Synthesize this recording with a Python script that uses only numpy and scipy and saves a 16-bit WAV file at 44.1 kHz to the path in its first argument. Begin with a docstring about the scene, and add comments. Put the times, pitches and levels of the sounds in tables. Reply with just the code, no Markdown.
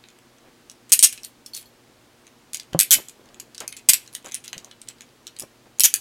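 """Faint chain clinks come first, then loud zips as steel handcuffs close on a man's wrists.
Each zip is a small catch (the pawl) snapping over a row of teeth, loud enough to distort.
In between, links and curved cuff arms clink and scrape, and the open cuff rings on its chain.
A cuff knocks dully on the wrist, and sleeves and skin rustle. It all sounds close by,
in a small cluttered room with a faint electric hum."""
import sys
import numpy as np
from scipy import signal
from scipy.fft import rfft, irfft
from scipy.io import wavfile
from scipy.ndimage import uniform_filter1d, minimum_filter1d

SR = 44100
rng = np.random.default_rng(int(sys.argv[2]) if len(sys.argv) > 2 else 0)


def digitize_waveform(pressure):
    """Quantize a signal to 16-bit integers and store it at the path in sys.argv[1].

    Rows of a 2-D input are taken as channels; values are limited to [-1, 1].
    """
    field = np.atleast_2d(pressure).T
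    bounded = np.clip(field, -1, 1)
    quanta = np.round(bounded * 32767).astype(np.int16)
    wavfile.write(sys.argv[1], SR, quanta)


N = 264644  # samples, about 6 seconds

# Pushes of the cuff arm through the ratchet. Pitch, body and edge are explained in steel_hit.
# start_s, length_s, tooth_count, level_db, level_change_db, pitch_hz, body_db, edge_db
RATCHET_RUNS = [(0.9201, 0.017, 6, -5, -2.5, 8840, -16, -9), (0.9918, 0, 1, -8.5, 0, 9000, -15.5, -14.5),
                (1.027, 0.022, 8, -5, 0.5, 8830, -14.5, -12.5), (2.7911, 0.018, 3, -6, -0.5, 8060, -9, -2),
                (2.8202, 0.011, 2, -22, 4.5, 9600, -11, -5), (2.908, 0.035, 9, -6.5, -1.5, 7400, -8, -1.5),
                (3.8882, 0.014, 8, -4, -7, 8040, -10.5, -5.5), (3.9343, .0072, 2, -7, -6, 7500, -9, -5),
                (5.7967, 0.0087, 2, -10, 5, 10460, -11.5, -5.5),
                (5.8357, 0.022, 6, -6, -1.5, 6370, -9.5, -2), (5.9401, 0, 1, -7.5, 0, 6880, -8.5, -3.5)]


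def ratchet(pitch_spread=.08, push_curve=.87):
    """The pawl snaps over each tooth; the hand around the cuff stops the ring almost at once."""
    out = np.zeros(N)
    for start_s, length_s, teeth, db, change_db, hz, body_db, edge_db in RATCHET_RUNS:
        for progress in np.linspace(0, 1, teeth):
            pitch_hz = hz * (1 + pitch_spread * rng.standard_normal())
            snap = steel_hit(pitch_hz, body_db, edge_db, fade_s=.012, ring_db=-36, crack_db=-1)
            delay_s = length_s * progress ** push_curve  # a power under 1 makes the arm speed up
            add(out, start_s + delay_s, undb(db + change_db * progress) * snap)
    return out


# The tones a cuff rings with when struck: pitch_hz, level_db
STEEL_TONES = [(2090, -13.5), (2550, -2), (3060, 2), (3400, 0.5), (3860, 1.5), (4200, 2), (4480, -10),
               (4790, 1), (5430, -2.5), (5690, -1.5), (6200, 1), (6560, -1), (6900, 1.5), (7700, -7),
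               (8000, 3.5), (8440, 0), (8710, -1.5), (9100, 1.5), (9670, 2.5), (10120, 0.5), (10500, 2),
               (10880, 2.5), (12080, 6), (12500, 1.5), (13050, -0.5), (13600, -3), (14200, -10)]
# The tone colour of the noisy crack of steel on steel: pitch_hz, level_db
CRACK_COLOUR = [(100, -30), (500, -19), (1200, 0.5), (2300, 6), (4000, -1), (8000, 2), (11000, -1),
                (13200, 3), (14500, -5), (16000, -4)]


def steel_hit(pitch_hz, body_db, edge_db, fade_s, ring_db, crack_db=-3, boost_db=10, samples=7000):
    """Steel hits steel: a crack, tones cut short by the grip, and a faint longer ring."""
    t = np.arange(samples) / SR
    # Body sets the low treble and edge the very high treble; the middle stays the same.
    colour = [(2000, min(2 * body_db + 3.5, body_db + 2)), (2900, body_db), (4000, body_db),
              (5000, -4), (8000, -3.5),
              (10500, .44 * edge_db - .5), (12600, edge_db), (16000, .47 * edge_db - 7)]

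    def contact_gain(hz):
        """The spot that is struck favours the tones near pitch_hz."""
        nearness = np.exp(-((hz - pitch_hz) / 480) ** 2)
        return gain_at(hz, colour) * undb(boost_db * nearness)

    # The grip makes each tone a little different in pitch and strength at every hit.
    hz, db = np.transpose(STEEL_TONES)
    level_shift, pitch_shift, phase = rng.standard_normal((len(hz), 3)).T
    hz = hz * (1 + .01 * pitch_shift)
    gains = undb(db + 3.5 * level_shift) * contact_gain(hz)
    waves = np.sin(2 * np.pi * (np.outer(hz, t) + phase[:, None]))
    tones = gains @ waves / np.sqrt(np.sum(gains ** 2) / 2)
    crack = undb(crack_db) * noise(samples, lambda f: gain_at(f, CRACK_COLOUR) * contact_gain(f))
    ring = undb(ring_db) * tones * fade(t, .067)
    hit = (tones + crack) * fade(t, fade_s) + ring
    return hit / np.sqrt(np.mean(hit[:110] ** 2))  # the first 2.5 ms set the strength


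# Links and cuff arms touching: start_s, level_db, pitch_hz, body_db, bounce_after_s (0 for none)
CHAIN_CLINKS = [(0.0397, -43, 4860, 21, 0), (0.0866, -44.5, 7060, 3, 0.016),
                (0.6982, -35, 5560, -4.5, 0.017), (1.0, -22, 9000, -10, .01),
                (1.1264, -28.5, 10870, -4, 0.0039), (1.1771, -37, 5430, 5, .004),
                (1.2336, -34, 5530, -18.5, 0), (1.2481, -31, 8800, -7.5, 0.00027),
                (1.4617, -34.5, 5400, -11.5, .0026), (1.5489, -28.5, 6200, -13, 0.017),
                (2.2685, -44, 6400, 2, 0.0088), (2.5332, -27, 7410, -3, 0),
                (2.5455, -21.5, 6693, -6, 0.025), (2.5981, -31, 4777, -1.5, 0.0013),
                (2.7324, -34.5, 5035, 12.5, 0.0007), (3.0854, -33, 7600, -4, 0.01),
                (3.3445, -42.5, 7010, 3.5, 0), (3.3995, -30.5, 7100, -6.5, 0.0033),
                (3.547, -37.5, 4700, -3, 0.0046), (3.58, -30.5, 5733, -0.5, 0),
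                (3.6039, -28.5, 6900, -4.5, 0.0022), (3.6785, -23, 6180, -11, 0),
                (3.7256, -33.5, 10000, 4.5, 0.0011), (3.7674, -34.5, 7410, -4, 0.0043),
                (4.0769, -39, 6510, 7, 0), (4.15, -25.5, 9370, -3, 0.0016), (4.2604, -33, 7300, -1, 0),
                (4.3203, -31.5, 6400, -2.5, 0.00084), (4.3442, -20, 9600, -10, 0.0069),
                (4.4441, -37.5, 7467, -2.5, 0.0041), (4.4793, -30, 6384, -1, 0),
                (4.5305, -25.5, 6546, 4, 0), (4.5799, -30.5, 6713, -2.5, 0), (4.6462, -35.5, 6300, -11, 0),
                (4.7124, -40, 5960, 9, 0.0023), (4.8164, -35, 8896, -2, 0), (4.887, -28, 7550, -5.5, 0),
                (5.0082, -36, 6523, 1, 0.011), (5.269, -31, 5503, 0.5, 0.0083),
                (5.365, -41.5, 4500, 3, 0.0014), (5.388, -35, 9160, -5, 0.0012),
                (5.3974, -24.5, 10230, -9.5, 0.0071), (5.4221, -35, 5486, -10.5, 0.0017),
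                (5.7858, -44, 7030, -3, 0.00037), (5.959, -22.5, 9000, -10, 0)]
# Times when the chain is moved about: start_s, end_s
CHAIN_MOVES = [(0.15, 0.45), (2.55, 2.66), (3.199, 3.8), (4.05, 5.28)]


def chain(finger_db=-3, ticks_per_s=6.5):
    """Links clink, bounce and tick; fingers soften their lower tones and soon stop the ring."""
    touches = []
    for start_s, db, hz, body_db, bounce_s in CHAIN_CLINKS:
        touches.append((start_s, db, hz, body_db))
        if bounce_s > 0:
            bounce_db = db - 2 - 300 * bounce_s  # a later bounce is weaker
            touches.append((start_s + bounce_s, bounce_db, hz, body_db))
    for start_s, end_s in CHAIN_MOVES:
        tick_count = round(ticks_per_s * (end_s - start_s))
        for tick_s in rng.uniform(start_s, end_s, tick_count):
            db, hz, body_db = rng.normal(-49, 2.5), rng.uniform(4510, 8500), 3
            touches.append((tick_s, db, hz, body_db))
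    out = np.zeros(N)
    for start_s, db, hz, body_db in touches:
        edge_db = edge_level(hz, body_db)
        clink = steel_hit(hz, body_db + finger_db, edge_db, fade_s=.011, ring_db=-35, boost_db=11)
        add(out, start_s, undb(db) * clink)
    return out


def edge_level(pitch_hz, body_db):
    """Very high treble of a light touch, in dB: more if it is high-pitched, less if it is full."""
    return -17.5 + 6 * np.log2(pitch_hz / 6200) - .4 * body_db


# Steel sliding on steel: start_s, relative_level_db, length_s, pitch_hz, body_db
STEEL_SCRAPES = [(0.893, -40.5, 0.014, 7600, -5), (1.233, -41.5, 0.031, 4040, -2),
                 (1.545, -31, 0.034, 4350, -9.5), (1.583, -43, 0.049, 10200, -3.5),
                 (2.538, -32.5, 0.024, 7385, -5), (3.593, -43, 0.025, 6720, 6),
                 (3.762, -43, 0.035, 6940, 0), (4.128, -36.5, 0.042, 10500, -7),
                 (4.245, -39, .06, 7100, 0.5), (4.338, -37.5, 0.031, 7710, 6), (4.438, -40, 0.049, 6693, 1),
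                 (4.874, -43, .037, 7300, 5.5)]


def scrapes(gain_db=-5, slips=7):
    """Sliding steel catches and lets go, making an uneven run of tiny hits."""
    out = np.zeros(N)
    for start_s, db, length_s, hz, body_db in STEEL_SCRAPES:
        for k, (lag, strength) in enumerate(rng.random((slips, 2))):
            slip = steel_hit(hz, body_db, edge_level(hz, body_db) + 3, fade_s=.013, ring_db=-26)
            delay_s = length_s * (k + lag) / slips
            add(out, start_s + delay_s, undb(db + gain_db) * (.5 + strength) * slip)
    return out


# Jolts of the open cuff on its chain: start_s, relative_level_db
CUFF_JOLTS = [(1.241, -41), (1.463, -46.5), (1.535, -38.5), (1.564, -36.5), (1.657, -53.5)]
# The tones of that freely hanging cuff: pitch_hz, relative_level_db, fade_s
HANGING_TONES = [(3340, -5.5, 0.12), (4350, 10.5, 0.05), (4440, -3.5, 0.08), (4930, -2, 0.12),
                 (6070, -6, 0.18), (7540, -8, 0.25), (8800, -19, .18), (10200, 1.5, 0.14),
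                 (11100, -14, 0.15), (13400, 1, 0.12)]


def hanging_cuff(gain_db=-5, pitch_spread=.03):
    """No hand holds this cuff, so each jolt rings on, its tones shifted a little by the swing."""
    out, t = np.zeros(N), np.arange(14000) / SR
    for start_s, db in CUFF_JOLTS:
        for hz, tone_db, fade_s in HANGING_TONES:
            strength, phase, bend = rng.random(3)
            pitch_hz = hz * (1 + pitch_spread * (bend - .5))
            ring = np.sin(2 * np.pi * (pitch_hz * t + phase)) * fade(t, fade_s)
            add(out, start_s, undb(db + gain_db + tone_db) * (.5 + strength) * ring)
    return out


# The cuff bumping the wrist: start_s, relative_level_db
WRIST_KNOCKS = [(2.748, 1), (3.8894, -28.5)]
# The tones of a cuff pressed on the wrist: pitch_hz, relative_level_db, fade_s
WRIST_TONES = [(168, -16, 0.1), (316, -20.5, 0.048), (370, -25.5, 0.069), (547, -13, 0.026),
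               (680, -21.5, 0.027), (1000, -29, 0.022)]


def wrist_knocks(band_hz=(110, 1400)):
    """Flesh cushions the blow, leaving low, short tones; a wrist is too small to give deep bass."""
    out, t = np.zeros(N), np.arange(9000) / SR
    tones = sum(undb(db) * np.sin(2 * np.pi * hz * t) * fade(t, fade_s)
                for hz, db, fade_s in WRIST_TONES)
    thud = signal.sosfilt(signal.butter(2, band_hz, "bandpass", fs=SR, output="sos"), tones)
    for start_s, db in WRIST_KNOCKS:
        add(out, start_s, undb(db) * thud)
    return out


# Sleeves and skin rubbing: start_s, level_db, length_s, pitch_hz
SLEEVE_RUBS = [(0.435, -57, 0.092, 625), (2.728, -35.5, 0.0097, 170.4), (2.948, -42, 0.042, 220),
               (2.977, -42, 0.027, 635), (3.147, -56, 0.35, 400), (3.604, -37, 0.034, 688),
               (3.887, -27.5, 0.0069, 900), (4.242, -44, 0.043, 557.6), (4.53, -42, 0.012, 870.7),
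               (4.549, -47, 0.041, 259.2), (4.597, -56.5, 0.12, 600), (5.417, -43.5, 0.026, 380),
               (5.65, -53, 0.036, 580)]


def sleeve_rubs(roughness_db=4, samples=20000):
    """Cloth slips in small uneven steps; each rub swells quickly and dies away."""
    out, t = np.zeros(N), np.arange(samples) / SR
    for start_s, db, length_s, hz in SLEEVE_RUBS:
        colour = [(hz / 6, -18), (hz / 2, 0), (hz, 0), (hz * 3, -11), (hz * 16, -34)]
        hiss = noise(samples, lambda f: gain_at(f, colour))
        steps = unit(uniform_filter1d(rng.standard_normal(samples), 130))  # about 3 ms each
        rustle = unit(hiss * undb(roughness_db * steps))
        age = 3 * t / length_s
        swell = age * np.exp(1 - age)
        add(out, start_s, undb(db) * rustle * swell)
    return out


# Echoes off nearby walls and bodies: delay_s, level_db
NEAR_ECHOES = [(.0052, -19.5), (.0083, -27.5), (0.0093, -24.5), (0.0175, -40)]
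# The tone colour of the sound that lingers in the room: pitch_hz, level_db
ROOM_COLOUR = [(100, -8), (600, -6), (1400, 3), (2500, 8), (6000, -2), (10000, -1), (13300, 4),
               (14500, 1.5), (16000, -9.5)]


def room(sound, tail_db=-8, early_fade_s=.11, late_db=-21, late_fade_s=.36, samples=16000, block=3000):
    """A cluttered room gives a few quick echoes and a short tail that dulls as it fades."""
    out, t = np.zeros(N), np.arange(samples) / SR
    build_up = 1 - np.exp(-(t / .005) ** 2)
    for start in range(0, N, block):  # the hands move, so each block gets a new tail
        early = noise(samples, lambda f: gain_at(f, ROOM_COLOUR))
        late = noise(samples, lambda f: gain_at(f, ROOM_COLOUR) / (1 + (f / 10000) ** 2))
        tail = (early * fade(t, early_fade_s) + undb(late_db) * late * fade(t, late_fade_s)) * build_up
        echoes = undb(tail_db) * tail / np.sqrt(np.sum(tail ** 2))
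        for delay_s, db in NEAR_ECHOES:
            echoes[int(delay_s * SR)] += undb(db)
        add(out, start / SR, signal.fftconvolve(sound[start:start + block], echoes))
    return out


# The tones of the electric hum: pitch_hz, level_db
HUM_TONES = [(120, -69), (237, -69.5), (356, -68.5), (474, -71)]
# The tone colour of the room's soft rush: pitch_hz, relative_level_db
AIR_COLOUR = [(15, -48), (25, -8.5), (87, -11), (120, -2), (190, -8.5), (236, 0), (463, -7.5), (503, -9),
              (545, -7.5), (2220, -15), (4250, -17), (5570, -19.5), (6380, -19.5), (16000, -29.5)]


def hum_and_air(waver_radians=.18, waver_hz=4, air_db=-56):
    """An electric hum wavers over the soft rush of the room."""
    hum, t = np.zeros(N), np.arange(N) / SR
    for hz, db in HUM_TONES:
        drift = waver_radians * noise(N, lambda f: np.exp(-f / waver_hz))
        hum += np.sqrt(2) * undb(db) * np.sin(2 * np.pi * hz * t + drift)
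    return hum + undb(air_db) * noise(N, lambda f: gain_at(f, AIR_COLOUR))


def undb(db):
    """Turn decibels into a number to multiply by."""
    return 10 ** (np.asarray(db) / 20)


def unit(sound):
    """Scale a sound to an average strength (rms) of 1."""
    return sound / np.sqrt(np.mean(sound ** 2))


def fade(t, fade_s):
    """A smooth fade that is 60 dB down after fade_s."""
    return np.exp(-np.log(1000) * t / fade_s)


def gain_at(hz, colour):
    """Read the gain at hz from a curve of (pitch_hz, level_db) points."""
    points_hz, db = np.transpose(colour)
    return undb(np.interp(np.log(hz + 1), np.log(points_hz), db))


def noise(samples, shape):
    """Noise of strength 1; shape(hz) says how much of each pitch it holds."""
    hz = np.fft.rfftfreq(samples, 1 / SR)
    return unit(irfft(rfft(rng.standard_normal(samples)) * shape(hz), samples))


def add(out, start_s, sound):
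    """Mix a sound into out, beginning at start_s."""
    i = int(start_s * SR)
    out[i:i + len(sound)] += sound[:max(len(out) - i, 0)]


def scene(low_cut_hz=1500):
    """Steel, wrist and cloth sound together in the room, over the hum."""
    steel = ratchet() + chain() + scrapes() + hanging_cuff()
    # Small steel parts give off little low sound.
    steel = signal.sosfilt(signal.butter(2, low_cut_hz, "highpass", fs=SR, output="sos"), steel)
    near = steel + wrist_knocks() + sleeve_rubs()
    return (near + room(near) + hum_and_air())[None]


def record(dry, ceiling=1.25, window_samples=19, top_hz=16000):
    """A fast limiter turns loud snaps down, the remaining peaks clip, and the top treble is cut."""
    gain = ceiling / np.maximum(np.abs(dry), ceiling)
    held_gain = minimum_filter1d(gain, window_samples)
    smooth_gain = uniform_filter1d(held_gain, window_samples)
    clipped = np.clip(dry * smooth_gain, -1, 1)
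    return signal.sosfiltfilt(signal.ellip(8, .1, 50, top_hz, fs=SR, output="sos"), clipped)


dry = scene()
out = record(dry)
digitize_waveform(out)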